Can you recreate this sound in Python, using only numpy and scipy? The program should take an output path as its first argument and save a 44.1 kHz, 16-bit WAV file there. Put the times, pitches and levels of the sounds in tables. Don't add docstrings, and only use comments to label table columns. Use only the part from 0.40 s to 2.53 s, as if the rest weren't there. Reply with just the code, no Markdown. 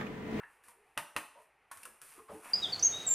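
import sys
import numpy as np
from scipy import signal
from scipy.fft import rfft, irfft
from scipy.io import wavfile
from scipy.ndimage import uniform_filter1d

SR = 44100
rng = np.random.default_rng(int(sys.argv[2]) if len(sys.argv) > 2 else 0)


def store_wav(level_fs):
    pcm = np.round(np.clip(np.atleast_2d(level_fs), -1, 1) * 32767)
    wavfile.write(sys.argv[1], SR, pcm.T.astype(np.int16))


N = 94065
T = np.arange(N // 3) / SR

# frequency in Hz, level in dB.
MESH_COLOUR = [(500, -56), (1500, -3), (2700, -5), (3700, -11.5), (5000, -10), (7000, -9), (8600, -2),
               (9600, 3.5), (11000, -4), (14000, -10.5)]


def amp(db):
    return 10 ** (np.asarray(db) / 20)


def unit(x):
    return x / np.sqrt(np.sum(x ** 2) + 1e-20)


def read(points, hz):
    f, value = np.transpose(points)
    return np.interp(np.log(hz + 1), np.log(f + 1), value)


def add(mix, s, sound):
    part = mix[max(round(s * SR), 0):][:len(sound)]
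    part += sound[:len(part)]


def fade(t, t60):
    return np.exp(-np.log(1000) * t / t60)


def colour(x, points, size=4096):
    log_gain = np.log(amp(read(points, abs(np.fft.fftfreq(size, 1 / SR)))))
    spectrum = np.exp(np.conj(signal.hilbert(log_gain)))
    taps = np.fft.ifft(spectrum).real[:size // 2]
    return signal.fftconvolve(x, taps)[:len(x)]


def even(x, size=64):
    z = rfft(x)
    broad_power = uniform_filter1d(abs(z) ** 2, size)
    return irfft(z / np.sqrt(broad_power + 1e-12), len(x))


def burst(points, t60):
    noise = even(rng.standard_normal(len(T)) * fade(T, t60))
    return unit(colour(noise * fade(T, 10 * t60), points))


def hump(hz, octaves, skirt_db):
    k = 2 ** abs(octaves)
    return [(hz / k ** 2 / 2, 2 * skirt_db),
            (hz / k ** 2, skirt_db),
            (hz / np.sqrt(k), 0),
            (hz * np.sqrt(k), 0),
            (hz * k ** 2, skirt_db),
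            (hz * k ** 2 * 2, 2 * skirt_db),
            (SR, 6 * skirt_db)]


def ring(modes):
    contact_s = 0.00027
    waves = 0
    for hz, db, t60 in modes:
        waves = waves + amp(db) * fade(T, t60) * np.sin(2 * np.pi * (hz * T + rng.random()))
    return unit(waves * np.minimum(T / contact_s, 1))


def knocks():
    # start in seconds, level in dB.
    hits = [(0.5753, -2), (0.7636, -1.5)]
    # frequency in Hz, level in dB.
    clack_colour = [(50, -28), (100, -31), (170, -17), (400, -17.5), (800, -6), (1050, 3), (1400, -5.5),
                    (1800, 2), (2200, -4), (2650, -3), (3600, -14), (6000, -18.5), (9500, -32.5),
                    (14000, -25.5)]
    # frequency in Hz, level in dB.
    crack_colour = [(60, -20), (400, -16), (1000, -2.5), (2700, 9), (4000, -5.5), (7000, -17), (9400, 2.5),
                    (11500, -10), (14000, -16)]
    # frequency in Hz, level in dB.
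    push_colour = [(40, -5.5), (150, -2.5), (500, 0), (1000, -10.5), (2500, -17), (6000, -48)]
    # frequency in Hz, relative level in dB, undamped T60 in seconds.
    colander_modes = [(163.5, -12, 0.19), (315.2, -8, 0.25), (459, -16, .18), (597, -2, 0.23),
                      (709, -12.5, 0.51), (780, -9, 0.2)]
    # frequency in Hz, relative level in dB, undamped T60 in seconds.
    strainer_modes = [(905, -2, .28), (941, 0, .2), (1008, -4, .2), (1066, -5, .2), (1120, -6, .15),
                      (1182, -5, .2), (1229, -3, .24), (1415, -6, .2), (1542, -7, .18), (1690, -5, .18),
                      (1818, -1, .2), (1866, -1, .17), (2035, -5, .2), (2428, -3, .15), (2480, 0, .17),
                      (2632, 0, .17), (2783, -4, .15), (2969, -6, .15)]
    ring_db, clack_db, crack_db, shake_db, push_db = -10.5, -5, -8, -14, -25.5
    clack_t60, crack_t60, shake_t60, push_t60 = 0.093, 0.012, 0.16, 0.068
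    grip_t60 = 0.54
    crack_lag_s, push_lead_s = 0.0009, 0.00586

    out = np.zeros(N)
    damped_ring = unit(ring(colander_modes + strainer_modes) * fade(T, grip_t60))
    body = amp(ring_db) * damped_ring + amp(clack_db) * burst(clack_colour, clack_t60)
    for s, db in hits:
        add(out, s, amp(db) * body)
        add(out, s + crack_lag_s, amp(db + crack_db) * burst(crack_colour, crack_t60))
        add(out, s + crack_lag_s, amp(db + shake_db) * burst(MESH_COLOUR, shake_t60))
        add(out, s - push_lead_s, amp(db + push_db) * burst(push_colour, push_t60))
    return out


def clinks():
    # start in seconds, ring level in dB, main ring in Hz,
    # mesh tick level in dB, mesh rattle level in dB, thud level in dB.
    contacts = [(0.0005, -22.5, 1440, -52, -47, -74), (0.0285, -29, 920, -60, -60, -57),
                (0.0335, -22, 1730, -60, -62, -66), (0.2375, -39.5, 1640, -42.5, -39, -71),
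                (0.284, -31.5, 934, -35, -42, -68), (1.3138, -20.5, 1010, -35, -24, -50),
                (1.3156, -23.5, 1560, -26.5, -25.5, -54), (1.3722, -32.5, 1200, -31.5, -30, -62),
                (1.432, -30, 5000, -27, -39, -48), (1.432, -29.5, 2570, -29, -38, -48),
                (1.4537, -22.5, 1237, -24, -26, -35.5), (1.4527, -27.5, 2360, -43, -39, -40),
                (1.6162, -29.5, 1390, -26, -26.5, -39)]
    # frequency in Hz, relative level in dB, undamped T60 in seconds.
    metal_modes = [(773, -15.5, 0.14), (947, 0.5, 0.15), (1033, -0.5, 0.076), (1078, 3.5, 0.073),
                   (1270, -13.5, 0.13), (1318, -7.5, 0.63), (1470, 2.5, 0.1), (1673, 4, 0.083),
                   (1765, -2, 0.48), (1868, 1, 0.17), (2430, -8, .07), (2716, 20.5, 0.037)]
    # frequency in Hz, level in dB.
    thud_colour = [(30, -10), (60, -5), (120, -8.5), (250, -1), (550, 8.5), (900, -15), (2500, -44)]
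    focus_octaves, skirt_db = 0.27, -18.5
    dense_db, dense_t60 = -5.5, 0.087
    tick_t60, rattle_t60, thud_t60 = 0.029, 0.13, 0.36
    damping_cycles = 590

    out = np.zeros(N)
    for s, ring_db, hz, tick_db, rattle_db, thud_db in contacts:
        focus = hump(hz, focus_octaves, skirt_db)
        focused_modes = [(f, db + read(focus, f), t60) for f, db, t60 in metal_modes]
        metal = ring(focused_modes) + amp(dense_db) * burst(focus, dense_t60)
        damped_metal = unit(metal * fade(T, damping_cycles / hz))
        tick = amp(tick_db) * burst(MESH_COLOUR, tick_t60)
        rattle = amp(rattle_db) * burst(MESH_COLOUR, rattle_t60)
        thud = amp(thud_db) * burst(thud_colour, thud_t60)
        add(out, s, amp(ring_db) * damped_metal + tick + rattle + thud)
    return out


def friction(level, points):
    slips_per_s, spread_db = 3600, -1.5
    signs = rng.choice([-1., 1.], N)
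    happens = rng.random(N) < slips_per_s / SR
    sizes = amp(spread_db * np.minimum(rng.exponential(1, N), 4))
    grain = unit(colour(signs * happens * sizes, points)) * np.sqrt(N)
    return grain * amp(np.interp(np.arange(N) / SR, *np.transpose(level)))


def scrape():
    # time in seconds, level in dB.
    scrape_level = [(0, -62.5), (.09, -68.5), (.2, -73.5), (.29, -66), (.36, -75), (1.3, -75),
                    (1.35, -63.5), (1.58, -71.5), (1.66, -69), (1.77, -64), (1.86, -76), (1.93, -62.5),
                    (2.02, -66), (2.055, -51.5), (2.08, -55), (2.11, -49.5), (2.13, -56)]
    # frequency in Hz, level in dB.
    wall_colour = [(40, -10), (150, -12), (330, -7.5), (600, -2.5), (1200, 6.5), (1900, -2.5), (2550, 1),
                   (3100, -12), (5000, -27), (12000, -61.5)]
    return friction(scrape_level, wall_colour)


def rustle():
    # time in seconds, level in dB.
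    rub_level = [(0, -80), (.13, -73.5), (.22, -83), (.245, -68.5), (.3, -61.5), (.37, -85), (.55, -79.5),
                 (.94, -87), (1.02, -69), (1.11, -92), (1.3, -90), (1.335, -63), (1.41, -62), (1.48, -62),
                 (1.55, -73), (1.61, -76), (1.63, -59.5), (1.75, -59), (1.81, -67.5), (1.875, -72),
                 (1.93, -61), (2.02, -65), (2.05, -55.5), (2.13, -57)]
    return friction(rub_level, MESH_COLOUR)


def water():
    # start in seconds, length in seconds, level in dB, centre frequency
    # in Hz.
    glugs = [(0.349, 0.13, -76, 420), (0.452, 0.13, -76, 820), (0.951, 0.081, -64, 604),
             (0.949, 0.093, -63.5, 990), (1.778, 0.034, -60, 372), (1.787, 0.027, -57.5, 1097),
             (1.883, 0.041, -56.5, 1186), (1.894, 0.022, -52, 640), (1.915, 0.019, -51, 646),
             (1.899, 0.072, -61.5, 177), (1.931, 0.058, -59, 310), (1.92, 0.085, -59.5, 848)]
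    width_octaves, skirt_db = 0.19, -11.5
    tone_db = 1
    rise = 0.24

    out = np.zeros(N)
    for s, length, db, hz in glugs:
        u = np.minimum(T / length, 1)
        swell = np.sin(np.pi * u ** 0.48)
        noise = colour(rng.standard_normal(len(T)), hump(hz, width_octaves, skirt_db))
        cluster = unit(swell * noise)
        pitch = hz * (1 + rise * (u - .5))
        bubble = unit(swell * np.sin(2 * np.pi * np.cumsum(pitch) / SR))
        glug = unit(cluster + amp(tone_db) * bubble)
        add(out, s, amp(db) * np.sqrt(length * SR) * glug)
    return out


def hollow():
    # start in seconds, level in dB.
    booms = [(.375, -40), (.465, -44), (0.989, -35.5), (1.743, -41), (1.791, -25.5), (1.895, -20.5),
             (1.936, -18)]
    hum_hz, hum_t60, rise_s = 441, 0.24, 0.019
    waver_hz, waver_s = 14, 0.012

    swell = np.zeros(N)
    for s, db in booms:
        add(swell, s, amp(db) * unit(np.minimum(T / rise_s, 1) * fade(T, hum_t60)))
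    jitter = uniform_filter1d(rng.standard_normal(N), round(waver_s * SR))
    waver = np.sqrt(N) * unit(jitter)
    return swell * np.sin(2 * np.pi * np.cumsum(hum_hz + waver_hz * waver) / SR)


def room_tail(size=256):
    # frequency in Hz, T60 in seconds.
    band_t60 = [(100, 0.12), (400, 0.35), (1000, 0.48), (3000, 0.53), (9000, 0.53), (14000, 0.35)]
    # frequency in Hz, level in dB.
    wall_colour = [(100, 9), (500, -3.5), (2000, -11), (5000, -10), (10000, -8), (14000, -4)]
    onset_s = 0.0046
    hz, t, z = signal.stft(rng.standard_normal(SR), SR, nperseg=size)
    decay = fade(t, read(band_t60, hz)[:, None])
    tail = signal.istft(z * decay, SR, nperseg=size)[1]
    onset = np.minimum(np.arange(len(tail)) / SR / onset_s, 1)
    return colour(unit(tail * onset), wall_colour)


def kitchen(x, count=3):
    turn_s = 0.56
    turn = np.arange(N) / SR / turn_s
    share = np.maximum(np.cos(2 * np.pi * (turn - np.arange(count)[:, None] / count)), 0)
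    share /= np.linalg.norm(share, axis=0)
    return sum(signal.fftconvolve(x * part, room_tail())[:N] for part in share)


def background():
    # frequency in Hz, level in dB.
    floor_colour = [(25, -16), (55, 7.5), (90, -8.5), (150, -0.5), (230, -8.5), (430, 8), (620, 0),
                    (850, 10.5), (1250, -27), (1800, 8), (2600, 2), (3500, -11), (7000, -19.5), (9500, -38),
                    (14000, -25.5)]
    floor_db = -74
    return amp(floor_db) * np.sqrt(N) * unit(colour(rng.standard_normal(N), floor_colour))


def scene():
    # frequency in Hz, level in dB.
    side_colour = [(100, -59.5), (2800, -61), (4500, -27.5), (7000, -0.5), (10000, -2), (14000, -1.5)]
    direct = knocks() + clinks() + water() + rustle() + scrape()
    floor = background()
    mid = direct + kitchen(direct) + hollow() + floor
    side = colour(kitchen(direct) + floor, side_colour)
    return np.array([mid + side, mid - side])


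def record(dry):
    edge_hz = 14300
    taps = signal.firwin(255, edge_hz, window=("kaiser", 7), fs=SR)
    return signal.oaconvolve(dry, taps[None], "same")


dry = scene()
out = record(dry)
store_wav(out)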